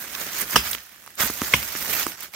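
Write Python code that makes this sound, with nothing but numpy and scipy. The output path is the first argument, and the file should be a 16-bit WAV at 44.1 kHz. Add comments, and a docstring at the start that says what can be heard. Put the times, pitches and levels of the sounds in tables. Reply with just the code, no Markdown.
"""Chopping into a tree in the woods

A hatchet bites twice into bark, close by: noise bursts split, damped modes thud in the trunk and ring in the steel.
Around the chops the woodsman shifts his feet in dry leaves, made of grains of noise; twigs snap as short
bursts and buried sticks knock under his boots as damped modes. The woods answer the hits faintly with a
diffuse noise tail, and the chops overload the microphone, which rounds off the peaks."""
import sys
import numpy as np
from scipy import signal
from scipy.fft import rfft, irfft, next_fast_len
from scipy.io import wavfile
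from scipy.ndimage import uniform_filter1d, map_coordinates

SR = 44100
rng = np.random.default_rng(int(sys.argv[2]) if len(sys.argv) > 2 else 0)


def write(x):
    x = np.atleast_2d(x).T
    wavfile.write(sys.argv[1], SR, np.round(np.clip(x, -1, 1) * 32767).astype(np.int16))


N = 103635  # length in samples
TOP_HZ = 15800  # band limit of the microphone

# colour of deep sound in the ground: f/Hz, level/dB per Hz
GROUND_COLOUR = [(20, -11), (38, -18), (58, 2.5), (80, -1.5), (120, -13), (220, -5), (600, -39)]


def amp(db):
    """Decibels to gain."""
    return 10 ** (np.asarray(db) / 20)


def unit(x):
    """Scaled to rms 1."""
    return x / np.sqrt(np.mean(x ** 2) + 1e-20)


def along(points, hz):
    """Read a curve of (Hz, value) points on a log frequency axis."""
    f, v = np.transpose(points)
    return np.interp(np.log(hz + 1), np.log(f + 1), v)


def filtered(x, response):
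    """Multiply the spectrum of x by a response of frequency."""
    n = x.shape[-1]
    padded = next_fast_len(n + SR // 4)
    spectrum = rfft(x, padded) * response(np.fft.rfftfreq(padded, 1 / SR))
    return irfft(spectrum, padded)[..., :n]


def add(out, s, sound):
    """Mix a sound in at time s, cut at the end of the scene."""
    part = out[:, round(s * SR):][:, :sound.shape[-1]]
    part += sound[..., :part.shape[1]]


def spread(pair, colour):
    """Turn two unrelated signals into coloured stereo, alike in the bass, with a mid of rms 1."""
    # stereo likeness: f/Hz, left-right correlation
    alike = [(60, 0.95), (300, 0.95), (640, 0.87), (1400, 0.47), (3100, 0.1), (6800, 0), (15000, 0.23)]

    def mid_side_gains(hz):
        turn = np.arccos(np.clip(along(alike, hz), -1, 1)) / 2
        return amp(along(colour, hz)) * np.array([np.cos(turn), np.sin(turn)])

    mid, side = filtered(pair, mid_side_gains)
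    return np.array([mid + side, mid - side]) / np.std(mid)


def noise(colour, size):
    """Coloured stereo noise with a mid of rms 1."""
    return spread(rng.standard_normal((2, size)), colour)


def fade(t, t60, hold=0):
    """Hold, then die away by 60 dB in t60 seconds."""
    return np.exp(-np.log(1000) * np.maximum(t - hold, 0) / t60)


def ring(modes, t, hold=0):
    """Sum damped sine modes, held at first; each mode's level varies a little by chance."""
    total = 0
    for hz, db, t60 in modes:
        gain = amp(db + rng.normal(0, 1))
        total = total + gain * fade(t, t60, hold) * np.sin(2 * np.pi * hz * t)
    return total


def wobble(rate):
    """A smooth random curve with the given number of knots a second."""
    knots = rng.standard_normal(int(N * rate / SR) + 4)
    return map_coordinates(knots, [np.arange(N) * rate / SR])


def crackle(colour, rate=800, spread_db=2.5, life=0.0011, smooth=0.4):
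    """Tiny leaf fractures (rate per s, life in s) of uneven size over a smooth share of rubbing power."""
    sizes = amp(spread_db * np.minimum(rng.exponential(size=N), 3.5))
    breaks = (rng.random(N) < rate / SR) * sizes ** 2
    decay = np.exp(-np.arange(SR // 50) / SR / life)
    power = np.abs(signal.fftconvolve(breaks, decay)[:N])
    envelope = np.sqrt(smooth + (1 - smooth) * power / power.mean())
    return spread(rng.standard_normal((2, N)) * envelope, colour)


def patchy(x):
    """Each bunch of leaves colours the rustle for a moment: a smoothed random gain over time and frequency."""
    patchy_db = 2.0  # rms swing
    z = signal.stft(x, nperseg=512)[2]
    field = rng.standard_normal(z.shape[1:])
    field = uniform_filter1d(field, size=5, axis=0)  # across frequency
    field = uniform_filter1d(field, size=4, axis=1)  # across time
    return signal.istft(z * unit(amp(patchy_db * unit(field))), nperseg=512)[1][:, :N]


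def leaves():
    """Boots stir leaf litter: grains of crunch, fizz, single ticks and soft tread over a noise rumble of the ground."""
    # stirring, in spans between the hits, read together as one curve: t/s, crunch level/dB, treble level/dB,
    # bass level/dB
    stirs = [
        [(0.0, -41.5, -35.5, -50), (0.094, -39, -44, -47), (0.138, -38, -36, -51), (0.152, -32.5, -33, -40),
         (0.17, -41.5, -38, -50), (0.214, -30.5, -34.5, -38), (0.242, -38, -35.5, -47),
         (0.268, -36.5, -40, -37.5), (0.308, -35.5, -38, -49), (0.42, -31, -27.5, -42),
         (0.426, -31.5, -32, -35), (0.46, -41.5, -42, -45.5)],
        [(0.475, -38, -38, -47), (0.521, -35, -30, -53), (0.54, -31.5, -31, -41)],
        [(0.625, -38.5, -36, -53), (0.671, -31, -32.5, -53), (0.755, -41, -33.5, -61), (0.763, -42.5, -47, -51),
         (0.841, -52, -51, -73), (0.973, -54.5, -57, -63), (1.043, -56.5, -53, -61), (1.079, -46.5, -64, -61),
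         (1.085, -55, -54, -59), (1.141, -54, -59, -60), (1.165, -58, -52, -73)],
        [(1.17, -48.5, -52, -62), (1.2, -22.5, -26.5, -31), (1.218, -23.5, -23, -46),
         (1.258, -32, -27.5, -32.5), (1.284, -30, -32, -47), (1.302, -32.5, -32, -45),
         (1.324, -39, -37.5, -50.5), (1.4, -36, -36.5, -48.5)],
        [(1.435, -33, -33, -39), (1.489, -34, -33, -51), (1.52, -33.5, -33, -42)],
        [(1.59, -34.5, -33.5, -53), (1.622, -35.5, -34, -48.5), (1.738, -36, -36, -47.5),
         (1.75, -32.5, -37.5, -46), (1.784, -34.5, -33, -47.5), (1.88, -32.5, -33, -38.5),
         (1.932, -28, -26.5, -38.5), (2.034, -28.5, -29, -45), (2.05, -36, -37.5, -50)],
        [(2.085, -36, -32, -39), (2.165, -47.5, -53, -60.5), (2.211, -40.5, -43, -54), (2.215, -42.5, -45, -68),
         (2.233, -37, -35, -49), (2.269, -44, -49, -61), (2.289, -55, -57, -56), (2.325, -61, -58, -77),
         (2.337, -43, -44, -58), (2.35, -34, -43, -50)],
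    ]
    # colours of crunch, fizz, tread and single ticks: f/Hz, level/dB per Hz
    crunch_colour = [(300, -43), (600, -8), (1000, -6.5), (1500, -0.5), (2000, 0), (2900, -4), (4200, -5),
                     (5200, -3), (6600, -2.5), (8000, -11.5), (12000, -33)]
    fizz_colour = [(4000, -3), (7400, -1.5), (9000, -0.5), (11200, -1.5), (13000, 6), (14500, 6.5),
                   (15800, -1.5)]
    tread_colour = [(50, -40), (120, -7.5), (220, 0), (330, 1), (550, -1), (900, -14.5), (2000, -12)]
    tick_colour = [(400, -20), (1000, -1), (1800, 4), (4000, -11.5), (8000, -6.5), (14000, -6.5),
                   (15800, -3.5)]
    crunch_db, fizz_db, tread_db = -2, -1, -0.5  # trims on the table levels
    flutter_per_s, flutter_db = 90, 0.57  # leaves give way in clumps

    s, *levels = np.vstack(stirs).T
    clumps = flutter_db * wobble(flutter_per_s)
    crunch, fizz, tread = [amp(np.interp(np.arange(N) / SR, s, db) + clumps) for db in levels]

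    crunching = crunch * amp(crunch_db) * crackle(crunch_colour)
    fizzing = fizz * amp(fizz_db) * crackle(fizz_colour)
    rustle = patchy(crunching + fizzing)

    # ticks sit at -46 dB when the treble is at -35 dB, and follow only a share of its swings
    tick_level = amp(-46) * (fizz / amp(-35)) ** 0.49
    ticks = tick_level * crackle(tick_colour, rate=70, spread_db=1, life=0.00033, smooth=0)

    treading = tread * amp(tread_db) * crackle(tread_colour)

    # the rumble swings less than the tread, around this tread level
    rest_db, ground_db, ground_follows = -51, -8.5, 0.64
    rumble_level = amp(rest_db + ground_db) * (tread / amp(rest_db)) ** ground_follows
    rumble = rumble_level * noise(GROUND_COLOUR, N)
    return rustle + ticks + treading + rumble


def air():
    """The quiet of the woods: steady coloured noise."""
    # colour: f/Hz, level/dB per Hz
    air_colour = [(18, -42), (30, -5), (71, -2), (656, -10), (709, -1), (897, -13), (1590, -8), (3230, -4),
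                  (4420, -8), (15500, -12)]
    return amp(-57.5) * noise(air_colour, N)


def twigs():
    """Twigs and leaf stems snap: each is a short noise burst around its own pitch."""
    # snaps: t/s, level/dB, centre f/Hz, t60/s
    snaps = [(.044, -29, 9000, 0.0026), (.150, -26.5, 3020, 0.018), (.332, -33, 4970, .01),
             (0.4148, -21, 8550, 0.022), (.509, -22, 9050, 0.0087), (.533, -25, 1670, 0.013),
             (0.7129, -19.5, 10000, 0.025), (0.7315, -20, 3400, 0.012), (0.749, -24, 2930, 0.014),
             (.783, -33, 2500, 0.0093), (.804, -36, 4000, .01), (1.063, -36, 11100, .007),
             (1.077, -37, 7000, .007), (1.1545, -33.5, 12000, .008), (1.179, -37, 3950, 0.021),
             (1.2047, -18, 5000, .008), (1.2352, -15.5, 11000, 0.0056), (1.299, -29, 9000, 0.0064),
             (1.344, -27.5, 11000, 0.0052), (1.4174, -19, 5270, 0.0049), (1.446, -26.5, 4000, 0.0085),
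             (1.528, -23, 2500, .005), (1.564, -13, 12800, .004), (1.629, -23.5, 2900, .01),
             (1.677, -23, 13000, .003), (1.772, -25.5, 7000, 0.0064), (1.810, -23, 11000, 0.0039),
             (2.0307, -20, 4000, 0.0035), (2.0668, -19, 8250, 0.0087), (2.119, -28.5, 2250, 0.0061),
             (2.2066, -27.5, 12000, 0.012), (2.238, -46, 3970, 0.0088), (2.338, -34.5, 2360, 0.013)]
    half_width_octaves = 0.7  # 6 dB down this far from the centre
    out, t = np.zeros((2, N)), np.arange(SR // 20) / SR
    grid = np.geomspace(100, TOP_HZ, 24)
    for s, db, hz, t60 in snaps:
        offset = np.log2(grid / hz) / half_width_octaves
        colour = np.column_stack([grid, -20 * np.log10(1 + offset ** 2)])
        add(out, s, amp(db) * noise(colour, len(t)) * fade(t, t60))
    return out


def sticks():
    """A stick clacks in damped modes and pushes into the soil, which thumps and booms softly."""
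    # sticks pressed underfoot: t/s, clack level/dB, thump level/dB, thump f/Hz, soil boom level/dB
    knocks = [(0.5466, -24, -21, 191, -46), (0.6625, -35, -44, 300, -50), (0.7505, -32, -41, 384, -49),
              (1.063, -37, -59, 400, -75), (1.0766, -31.5, -57, 400, -71), (1.2003, -16.5, -33, 199, -37),
              (1.2353, -16.5, -21, 234, -40), (1.3000, -20, -21, 290, -42.5),
              (1.418, -14.5, -14, 254, -37.5), (1.7519, -26, -26.5, 302, -47),
              (2.0664, -15.5, -20.5, 310, -58)]
    # modes of a stick: f/Hz, level/dB, t60/s
    stick_modes = [(670, -18.5, 0.004), (1170, -12.5, .014), (1257, 1.5, 0.0087), (1540, -1.5, 0.0064),
                   (2060, 7.5, 0.0027)]
    attack_s, thump_t60, soil_t60 = 0.00032, 0.022, 0.22
    out, t = np.zeros((2, N)), np.arange(SR // 4) / SR
    rise = 1 - np.exp(-t / attack_s)
    for s, clack_db, thump_db, hz, soil_db in knocks:
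        clack = amp(clack_db) * ring(stick_modes, t)
        thump = amp(thump_db) * ring([(hz, 0, thump_t60)], t)
        soil = amp(soil_db) * noise(GROUND_COLOUR, len(t)) * fade(t, soil_t60)
        add(out, s, rise * (clack - thump + soil))  # the thump starts in the opposite direction
    return out


def steel(t):
    """The blade rubs in the cut, so the phases of its damped modes wander and each line widens."""
    # modes of the blade: f/Hz, level/dB, t60/s
    blade_modes = [(2400, -16, .17), (3780, -13, .13), (4984, 0, 0.23), (5220, 0, .22), (5700, -7, .15),
                   (5435, -5, .14), (6110, -10, .11), (9540, -12, .11)]
    blur_hz = 14
    step = np.sqrt(2 * np.pi * blur_hz / SR)
    total = 0
    for hz, db, t60 in blade_modes:
        wander = step * np.cumsum(rng.standard_normal(len(t)))
        total = total + amp(db) * fade(t, t60) * np.sin(2 * np.pi * hz * t + wander)
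    return total


def trunk(t):
    """The struck trunk thuds in low damped modes, with a boom of deep noise."""
    # modes of the trunk: f/Hz, level/dB, t60/s
    trunk_modes = [(60, -8.5, 0.15), (131, -0.5, 0.053), (180, -1.5, 0.043), (260, -3, 0.039)]
    boom_db, boom_t60 = -18.5, 0.47
    boom = amp(boom_db) * noise(GROUND_COLOUR, len(t)) * fade(t, boom_t60)
    return ring(trunk_modes, t) + boom


def chops():
    """Fibres split while the blade sinks in, as steel rings and bark crumbles; the trunk thuds just after."""
    # chops: t/s, bite length/s, crack level/dB, wood ring level/dB, steel level/dB, thud level/dB, crumbs level/dB
    chop_table = [(0.5575, 0.0055, -9.5, -9, -23, -15, -18.5),
                  (1.5362, 0.002, -11.5, -4.5, -47, -16, -21.5)]
    # colour of the crack, one table per chop: f/Hz, level/dB per Hz
    crack_colours = [
        [(100, -12), (200, 0), (400, 0), (800, -0.5), (1350, 3), (1800, -3), (2200, -13), (3000, -1.5),
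         (4300, -13), (5100, 2.5), (6200, -9), (7800, -25), (10000, -9.5), (12000, -19), (15500, -9.5)],
        [(100, -20), (200, -7), (600, -7), (1600, -3.5), (2250, -4), (3400, 1), (4500, -27), (5700, -3),
         (7800, -38), (12000, -29), (15500, -18)],
    ]
    # modes of the wood at the cut, one table per chop: f/Hz, level/dB, t60/s
    wood_modes = [
        [(887, -10.5, 0.012), (1247, -0.5, 0.013), (1445, -11, 0.011), (1617, -9.5, 0.011), (2958, -5, .018),
         (3150, -20, .025)],
        [(600, -13.5, 0.014), (1030, -11.5, 0.034), (1570, -16, 0.022), (2168, 1.5, 0.017), (2487, -8.5, 0.035),
         (2870, -6, 0.015), (3260, -15, 0.011)],
    ]
    # colour of the bark crumbs: f/Hz, level/dB per Hz
    crumbs_colour = [(100, -4), (250, 3), (700, -12), (1500, -3), (3000, 8), (4200, -3.5), (5500, -0.5),
                     (8000, -4.5), (15500, -9.5)]
    attack_s, crack_t60, crumbs_t60, thud_delay_s = 0.0014, 0.031, 0.17, 0.00463

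    out, t = np.zeros((2, N)), np.arange(SR // 2) / SR
    rise = 1 - np.exp(-t / attack_s)
    for chop, crack_colour, modes in zip(chop_table, crack_colours, wood_modes):
        s, bite, crack_db, wood_db, steel_db, thud_db, crumbs_db = chop
        crack = amp(crack_db) * noise(crack_colour, len(t)) * fade(t, crack_t60, bite)
        wood = amp(wood_db) * ring(modes, t, bite)
        crumbs = amp(crumbs_db) * noise(crumbs_colour, len(t)) * fade(t, crumbs_t60, bite)
        add(out, s, rise * (crack + wood + crumbs + amp(steel_db) * steel(t)))
        add(out, s + thud_delay_s, amp(thud_db) * rise * trunk(t))
    return out


def forest(x):
    """The diffuse answer of the trunks around: a noise tail whose decay time varies with frequency."""
    # decay of the woods: f/Hz, t60/s
    woods_t60 = [(100, 0.48), (1000, 0.63), (4000, 1), (14000, 0.43)]
    hz, t, z = signal.stft(rng.standard_normal((2, SR)), SR, nperseg=256)
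    decay = fade(t, along(woods_t60, hz)[:, None])
    tail = signal.istft(z * decay, SR, nperseg=256)[1]
    return signal.fftconvolve(x, tail / np.linalg.norm(tail[0]), axes=1)[:, :N]


def lean(x, share=1):
    """Sounds from the right are shaded at the left microphone port, most in the upper treble."""
    # stereo balance: f/Hz, right over left level/dB
    balance = [(60, .3), (300, .6), (640, 3.3), (1400, 8.3), (3100, 3), (5000, 1.2), (7000, 4.5),
               (10000, 8.3), (15000, 9.7)]
    sides = np.array([[-.5], [.5]])  # left, right
    return filtered(x, lambda hz: amp(share * along(balance, hz) * sides))


def scene():
    """Chops and footwork, a little to the right, over the quiet of the woods."""
    hits = lean(chops(), share=0.75) + lean(sticks() + twigs())
    bed = lean(leaves() + air())
    echo = amp(-21.5) * forest(hits)
    return hits + bed + echo


def record(dry):
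    """The microphone sheds the deepest bass, clips softly near full scale and stops at its band limit."""
    low_cut_hz, clip_top = 53, 1.0
    low_cut = signal.butter(3, low_cut_hz, "highpass", fs=SR, output="sos")
    dry = signal.sosfilt(low_cut, dry)
    clipped = dry / (1 + np.abs(dry / clip_top) ** 8) ** (1 / 8)
    return filtered(clipped, lambda hz: hz < TOP_HZ)


dry = scene()
out = record(dry)
write(out)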